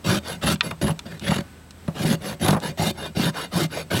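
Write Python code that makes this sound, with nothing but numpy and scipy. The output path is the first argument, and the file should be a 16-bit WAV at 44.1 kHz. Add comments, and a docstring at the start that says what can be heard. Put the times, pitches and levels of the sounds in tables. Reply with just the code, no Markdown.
"""Outdoors in quiet open air, one microphone close to a horse's hoof on a farrier's stand.
A steel rasp pushes heavily and drags back lightly, with one pause while the hand shifts its hold.
The teeth tear the horn in thousands of tiny cuts that ring the blade; coarser slips thump the hoof.
Now and then the rasp snags or judders, and a few sharp clicks stand out.
Nearby surfaces give a faint, dull echo; behind it all lie a soft hush and a low hum."""
import sys
import numpy as np
from scipy import signal
from scipy.fft import rfft, irfft, next_fast_len
from scipy.io import wavfile
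from scipy.ndimage import uniform_filter1d, map_coordinates

SR = 44100
rng = np.random.default_rng(int(sys.argv[2]) if len(sys.argv) > 2 else 0)


def wav_out(sig):
    """Save sig, one row per channel (or a flat mono array), as 16-bit PCM at SR to the path in sys.argv[1]."""
    wavfile.write(sys.argv[1], SR, np.round(np.clip(np.atleast_2d(sig).T, -1, 1) * 32767).astype(np.int16))


N = 176400  # 4 s
CHATTER_PER_S, CONTACT_PER_S = 105.1, 28  # how fast the teeth's grip and the contact point wander


def amp(db):
    """Decibels to gain."""
    return 10 ** (np.asarray(db) / 20)


def rms(x):
    """Root-mean-square level."""
    return np.sqrt(np.mean(x ** 2) + 1e-20)


def unit(x):
    """Scale to rms 1."""
    return x / rms(x)


def peak(x):
    """Scale to peak 1."""
    return x / np.abs(x).max()


def bell(x, centre, width):
    """A Gaussian bump of height 1."""
    return np.exp(-.5 * ((x - centre) / width) ** 2)


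def along(points, hz):
    """Interpolate (frequency, value) points on a log frequency axis."""
    f, v = np.transpose(points)
    return np.interp(np.log(hz + 1), np.log(f + 1), v)


def wobble(rate, size):
    """A smooth random curve with `rate` knots a second."""
    return map_coordinates(rng.standard_normal(4096), [np.arange(size) * rate / SR], mode="wrap")


def filtered(x, response):
    """Pass x through a complex response of frequency."""
    m = next_fast_len(len(x) + 4096)
    return irfft(rfft(x, m) * response(np.fft.rfftfreq(m, 1 / SR)), m)[:len(x)]


def causal(db):
    """The minimum-phase response that has these gains on an FFT grid."""
    cepstrum = irfft(np.log(amp(db)))
    cepstrum[1:len(db) - 1] *= 2
    cepstrum[len(db):] = 0
    return np.exp(rfft(cepstrum))


def ring(x, modes):
    """Pass x through resonances of alternating sign (frequency [Hz], width [Hz], gain [dB])."""
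    return filtered(x, lambda f: sum(
        (-1) ** k * amp(db) * 1j * f * width / (hz * hz - f * f + 1j * f * width)
        for k, (hz, width, db) in enumerate(modes)))


def add(track, start_s, sound):
    """Mix a sound into the track at start_s."""
    part = track[round(start_s * SR):][:len(sound)]
    part += sound[:len(part)]


def impacts(rate, size, scatter_db):
    """Randomly timed impulses of uneven strength, about `rate` a second."""
    hits = (rng.random(size) < rate / SR) * rng.choice([-1, 1], size)
    return hits * amp(scatter_db * rng.standard_normal(size))


# Open air all around the microphone (frequency [Hz], relative level [dB])
AIR_SPECTRUM = [(20, -33), (45, -8.5), (80, -14.5), (200, -12.5), (290, -21.5), (600, -28), (1200, -31),
                (2000, -34.5), (4000, -38.5), (7000, -44), (16000, -48.5)]

def air():
    """The background: a quiet hush, a high band like far insects and a faint, wavering hum."""
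    hush = unit(filtered(rng.standard_normal(N), lambda f: amp(along(AIR_SPECTRUM, f))))
    insects = unit(filtered(rng.standard_normal(N), lambda f: bell(f, centre=8030, width=380)))
    hum_hz = 80.3 + 2 * wobble(5.97, N)
    hum = np.sin(2 * np.pi * np.cumsum(hum_hz) / SR)
    return amp(-45 + wobble(6.37, N)) * hush + amp(-64) * insects + amp(-42.5 + 1.4 * wobble(4.1, N)) * hum


def echo(work, db=-15, t60_s=.22, top_hz=1500, delay_s=.003):
    """Nearby surfaces send a faint, dull answer back to the microphone."""
    t = np.arange(SR // 4) / SR
    tail = rng.standard_normal(len(t)) * amp(-60 * t / t60_s) * (t > delay_s)
    tail = filtered(tail / np.linalg.norm(tail), lambda f: 1 / (1 + 1j * f / top_hz) ** 2)
    return amp(db) * signal.fftconvolve(work, tail)[:N]


def hand_shift(lift_s=1.42, ring_t60_s=2.2, slide_start_s=1.4, slide_length_s=.32, rub_hz=1860):
    """The lifted blade rings on faintly while the hand slides to a new hold on the hoof."""
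    out, t = np.zeros(N), np.arange(SR) / SR
    add(out, lift_s, amp(-54 - 60 * t / ring_t60_s) * np.sin(2 * np.pi * BLADE_MODE_HZ[1] * t))
    slide = np.sqrt(np.abs(np.sin(np.pi * np.minimum(t / slide_length_s, 1))))
    rub = unit(ring(rng.standard_normal(SR), [(rub_hz, rub_hz / 2, 0)]))
    add(out, slide_start_s, amp(-59 + 1.3 * wobble(20, SR)) * slide * rub)
    return out


# Sharp clicks close to the microphone (time [s], peak level [dB], treble lift [dB])
CLICK_HITS = [(0.284, -24, 43), (0.558, -26, 12), (0.6084, -1.5, -0.5), (.712, -18, -23),
              (0.992, -21.5, 22), (1.196, -28.5, 27), (1.708, -32, 31), (1.879, -28.5, 11),
              (2.508, -13.5, 28), (2.602, -28, 33)]
# Resonances of a click (frequency [Hz], width [Hz], gain [dB])
CLICK_RESONANCES = [(970, 51, 0.5), (1197, 62, 2.5), (1480, 360, 2), (1900, 100, 3.5), (2420, 220, 8),
                    (3010, 450, 4), (3480, 310, 7.5), (4180, 390, 3), (5200, 690, -5.5)]
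# Overall tone of a click (frequency [Hz], gain [dB])
CLICK_SPECTRUM = [(200, -39), (900, 7), (4300, -2), (7000, -2), (16000, -18)]
# Shape of a treble lift, for clicks and the scrape (frequency [Hz], share of the lift [0-1])
LIFT_SHAPE = [(2500, 0), (9000, 1)]

def clicks(rattle_gain=.08, rattle_t60_s=.031):
    """Hard, short contacts, each with a brief rattle after it."""
    out, t = np.zeros(N), np.arange(SR // 8) / SR
    for start, db, treble_db in CLICK_HITS:
        rattle = rattle_gain * rng.standard_normal(len(t)) * amp(-60 * t / rattle_t60_s)
        click = ring((t == 0) + rattle, CLICK_RESONANCES)
        click = filtered(click, lambda f: causal(along(CLICK_SPECTRUM, f) + treble_db * along(LIFT_SHAPE, f)))
        add(out, start, amp(db) * peak(click))
    return out


# The hoof on its stand (frequency [Hz], width [Hz], gain [dB])
HOOF_MODES = [(89.3, 58, -10.5), (163.1, 21.1, 0.5), (217.8, 46, -7.5), (378, 43.6, -16.5),
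              (567.4, 22.4, -14.5)]

def hoof(force):
    """Hoof and stand answer a force with a low thump."""
    return ring(force, HOOF_MODES)


def stand_rocking(stroke_share=.36, width_s=.016):
    """Early in each push the weight comes on and rocks the stand in its lowest mode."""
    t = np.arange(N) / SR
    swell = sum(amp(thump_db - .5) * bell(t, start + stroke_share * (end - start), width_s)
                for start, end, *_, thump_db, _, _, _ in PUSH_STROKES)
    rock_hz = HOOF_MODES[0][0] * (1 + .152 * wobble(CONTACT_PER_S, N))
    return swell * np.sin(2 * np.pi * np.cumsum(rock_hz) / SR)


# The steel blade's modes, in two matching lists (frequency [Hz]) and (gain [dB])
BLADE_MODE_HZ = [950, 1497, 2090, 2425, 2830, 3632, 4502, 5410, 6490, 7690, 8910]
BLADE_MODE_DB = [-6, 1.5, 5, 2.5, 5.5, 6.5, 6, 0.5, -4, -5, -6]

def blade(force, width_hz=28, zing_hz=10785, zing_width_hz=44, contact_db=5):
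    """The steel's ring and its high zing; each mode's drive varies as the contact slides along."""
    def drive():
        return force * amp(contact_db * np.clip(wobble(CONTACT_PER_S, len(force)), -2, 1))
    body = sum(ring(drive(), [(hz, width_hz, db)]) for hz, db in zip(BLADE_MODE_HZ, BLADE_MODE_DB))
    zing = ring(drive(), [(zing_hz, zing_width_hz, 0)])
    return body, zing


# Judders within the pushes (start [s], end [s], slip rate [Hz], level [dB])
JUDDER_SPANS = [(.11, .175, 184, -23), (2.075, 2.14, 213, -23), (2.84, 2.919, 168, -26.5),
                (3.25, 3.312, 169, -22), (3.54, 3.595, 163, -21), (3.61, 3.675, 158, -22)]

def judders(jitter=.076):
    """The teeth stick and slip near the hoof's resonances, making a short, uneven drone."""
    out = np.zeros(N)
    for start, end, slip_hz, db in JUDDER_SPANS:
        size = round((end - start) * SR)
        turns = np.cumsum(slip_hz * (1 + jitter * wobble(CHATTER_PER_S, size))) / SR
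        swell = np.sin(np.linspace(0, np.pi, size))
        add(out, start, amp(db) * unit(np.sin(2 * np.pi * turns) * swell))
    return out


# The rasp lands or snags, heard close (time [s], grip change [dB], thump [dB], crunch [dB])
SNAG_HITS = [(.712, 18, -26.5, -25.5), (0.817, 12, -36, -42), (0.828, 10, -22, -47),
             (0.842, 15, -11, -21.5), (0.871, 10.5, -25, -29), (.882, 17.5, -22, -19.5),
             (.894, 5, -18, -17), (.908, 15.5, -25, -30), (1.29, 3.5, -12.5, -37), (1.315, 6, -13, -15.5),
             (1.364, 9, -17.5, -20), (1.386, 6, -12, -43), (1.409, 15, -22, -35), (1.88, -5, -12.5, -21.5),
             (2.047, -12, -9, -21.5), (2.428, 6.5, -24, -27), (2.447, 5, -11.5, -16), (2.464, 14, -35, -15),
             (2.486, 10.5, -7.5, -9), (2.507, 10.5, -8, -38), (2.527, -1, -14.5, -9),
             (2.547, -4, -11, -13.5), (2.565, -2, -17.5, -17), (2.792, -0.5, -12.5, -28),
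             (3.167, 4, -13, -40), (3.195, 0.5, -13, -33)]
# The dull crunch of a snag (frequency [Hz], relative level [dB])
CRUNCH_SPECTRUM = [(100, -19), (350, -4), (600, 4), (1000, 1), (1700, -10), (3000, -24.5), (8000, -36)]

def snags(contact_s=.0018, crunch_t60_s=.091, ping_db=-19):
    """A tooth catches and breaks free: a soft knock on the hoof, a crunch and a ping of the blade."""
    out, t = np.zeros(N), np.arange(SR // 4) / SR
    knock = peak(hoof(np.sin(np.pi * t / contact_s) ** 2 * (t < contact_s)))
    for start, _, thump_db, crunch_db in SNAG_HITS:
        burst = rng.standard_normal(len(t)) * amp(-60 * t / crunch_t60_s)
        crunch = peak(filtered(burst, lambda f: causal(along(CRUNCH_SPECTRUM, f))))
        body, zing = blade(t == 0)
        ping = amp(ping_db) * peak(peak(body) + peak(zing))  # relative to the crunch
        add(out, start, amp(thump_db) * knock + amp(crunch_db) * (crunch + ping))
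    return out


def snag_grip_db(t, width_s=.0036):
    """A snag changes the grip of the teeth for a few milliseconds, most often tightening it."""
    return sum(db * bell(t, when, width_s) for when, db, _, _ in SNAG_HITS)


# Tone curves scaled by a stroke's treble and bite (frequency [Hz], gain per dB of setting [dB])
TREBLE_CURVE = [(3000, -2), (9000, 1)]
BITE_CURVE = [(700, -0.69), (1500, -0.43), (2800, -0.11), (4200, -0.33), (8000, 0.29)]

def tearing_horn(cuts, speed, length_s, treble_db, bite_db, opening_db=6, ripple_db=4):
    """The tone of the tiny cuts flickers in patches, and the top opens as the stroke goes on."""
    hz, when, spectrum = signal.stft(cuts, SR, nperseg=512)
    hz = hz[:, None]
    patches = uniform_filter1d(rng.standard_normal(spectrum.shape), 3, axis=0)
    patches = unit(uniform_filter1d(patches, 10, axis=1))
    slowness = 1 - np.interp(when, np.arange(len(cuts)) / SR, speed)
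    tilt_db = along(TREBLE_CURVE, hz) * (treble_db - .5 * slowness) + along(BITE_CURVE, hz) * bite_db
    top_db = along(LIFT_SHAPE, hz) * opening_db * (np.minimum(when / length_s, 1) - .5)
    spectrum = spectrum * amp(tilt_db + top_db + ripple_db * patches)
    return signal.istft(spectrum, nperseg=512)[1][:len(cuts)]


def stroke(row, colour, thump_swell, cuts_per_s=5000, slips_per_s=260, size=16384):
    """The rasp speeds up and slows: fine cuts scrape and ring the blade, coarse slips thump the hoof."""
    start, end, fastest, swell, scrape_db, bite_db, treble_db, thump_db, ring_db, zing_db, chatter_db = row
    t, length_s = np.arange(size) / SR, end - start
    travel = np.interp(t, [0, length_s * np.clip(fastest, .1, .9), length_s], [0, .5, 1])
    speed = np.abs(np.sin(np.pi * travel)) * (travel < 1)
    chatter = np.clip(wobble(CHATTER_PER_S, size), -2, 2)
    grip = amp(chatter_db * chatter + .5 * wobble(699.7, size))
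    force = speed ** swell * amp(snag_grip_db(start + t))
    weight = speed ** thump_swell
    cuts = impacts(cuts_per_s, size, scatter_db=2.5)
    torn = tearing_horn(cuts, speed, length_s, treble_db, bite_db)
    scrape = filtered(torn * force * grip, lambda f: causal(along(colour, f)))
    slips = impacts(slips_per_s, size, scatter_db=3) + .33 * impacts(cuts_per_s, size, scatter_db=1)
    thump = amp(thump_db) * unit(hoof(slips * grip * weight))
    body, zing = blade(cuts * force * grip)
    steel = amp(ring_db) * unit(body) + amp(zing_db) * unit(zing * speed)
    return rms(force) * (amp(scrape_db) * unit(scrape) + steel) + rms(weight) * thump


# Heavy pushes and light returns, close to the microphone; levels hold at full force
# (start [s], end [s], fastest point [share of stroke], swell [exponent], scrape [dB], bite [dB],
#  treble [dB], thump [dB], blade ring [dB], zing [dB], chatter depth [dB])
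PUSH_STROKES = [(.041, 0.194, 0.35, 0.56, -23.5, 1, -1.5, -20, -37, -42, 0.2),
                (0.41, 0.556, 0.62, 0.87, -22.5, 1, -1.5, -20.5, -39, -35, 2),
                (0.813, 0.931, 0.078, 0.16, -40, 0.5, -1.5, -21.5, -54, -47.5, 1.5),
                (1.204, 1.418, 0.54, 1.12, -29.5, 3.5, -3.5, -26, -45, -43.5, 3),
                (1.942, 2.162, 0.75, 0.87, -26.5, 1, -1.5, -22, -42, -40, 0.5),
                (2.397, 2.551, 0.34, 0.24, -34, 4, -1.5, -19.5, -42.5, -40, 2.5),
                (2.773, 2.917, 0.64, 0.43, -25, -5, 0.5, -24, -33.5, -43, 1),
                (3.148, 3.311, 0.6, 0.7, -25.5, -6, -0.5, -24, -36, -43.5, -0.5),
                (3.51, 3.671, 0.62, 1, -23, -10.5, 2, -26.5, -37.5, -44, 0.5),
                (3.902, 4.053, 0.26, 0.86, -24, -4, 0, -24, -37.5, -42, 2)]
RETURN_STROKES = [(0.218, 0.379, 0.52, 1.6, -32.5, 1.8, -3, -37.5, -39.5, -41.5, 1.5),
                  (0.624, 0.739, 0.085, 2.12, -34, -1, -1, -31.5, -38.5, -41.5, 1.4),
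                  (1.047, 1.186, 0.56, 0.8, -41, 0, -2.5, -35.5, -52, -67, 3.9),
                  (2.2, 2.359, 0.49, 1.1, -32, 2.5, -2, -33, -42.5, -44, 0.72),
                  (2.602, 2.737, 0.39, 1.8, -29, -8.5, 0, -30.5, -41, -42, 0.38),
                  (2.94, 3.107, 0.62, 1.3, -33, -8, -2.5, -37, -39, -48, 1.3),
                  (3.321, 3.495, 0.42, 1.83, -29.5, -3, -2.5, -41.5, -38.5, -45, 1.5),
                  (3.69, 3.85, 0.46, 1.5, -29.5, -4.5, -2, -37.5, -39, -45, 0.9)]
# The scrape of the horn in each direction (frequency [Hz], relative level [dB])
PUSH_SPECTRUM = [(60, -25), (200, -11.5), (340, 0), (480, -9.5), (580, -3), (700, -6), (900, -8.5),
                 (1100, -13), (1650, -7), (2200, -15.5), (2900, -9), (4100, -11.5), (4700, -15.5),
                 (12000, -21.5), (16000, -29.5)]
RETURN_SPECTRUM = [(100, -48), (260, -4.5), (380, -5.5), (520, -0.5), (800, -8), (1150, -10), (1500, -6),
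                   (2300, -16), (4200, -12), (5400, -19.5), (12000, -22), (16000, -26)]

def rasping():
    """Pushes cut deep; returns skate over the horn."""
    out = np.zeros(N)
    for row in PUSH_STROKES:
        add(out, row[0], stroke(row, PUSH_SPECTRUM, thump_swell=.67))
    for row in RETURN_STROKES:
        add(out, row[0], stroke(row, RETURN_SPECTRUM, thump_swell=.22))
    return out


def scene():
    """The farrier's work up close, its faint echo and the open air behind, in mono."""
    work = rasping() + judders() + stand_rocking() + snags() + clicks() + hand_shift()
    return (work + echo(work) + air())[None]


def record(dry, low_cut_hz=59, top_hz=16000):
    """The camera's microphone thins the deepest bass and keeps nothing above its band limit."""
    return filtered(dry[0], lambda f: (1j * f / (low_cut_hz + 1j * f)) ** 2 * (f < top_hz))[None]


dry = scene()
out = record(dry)
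wav_out(out)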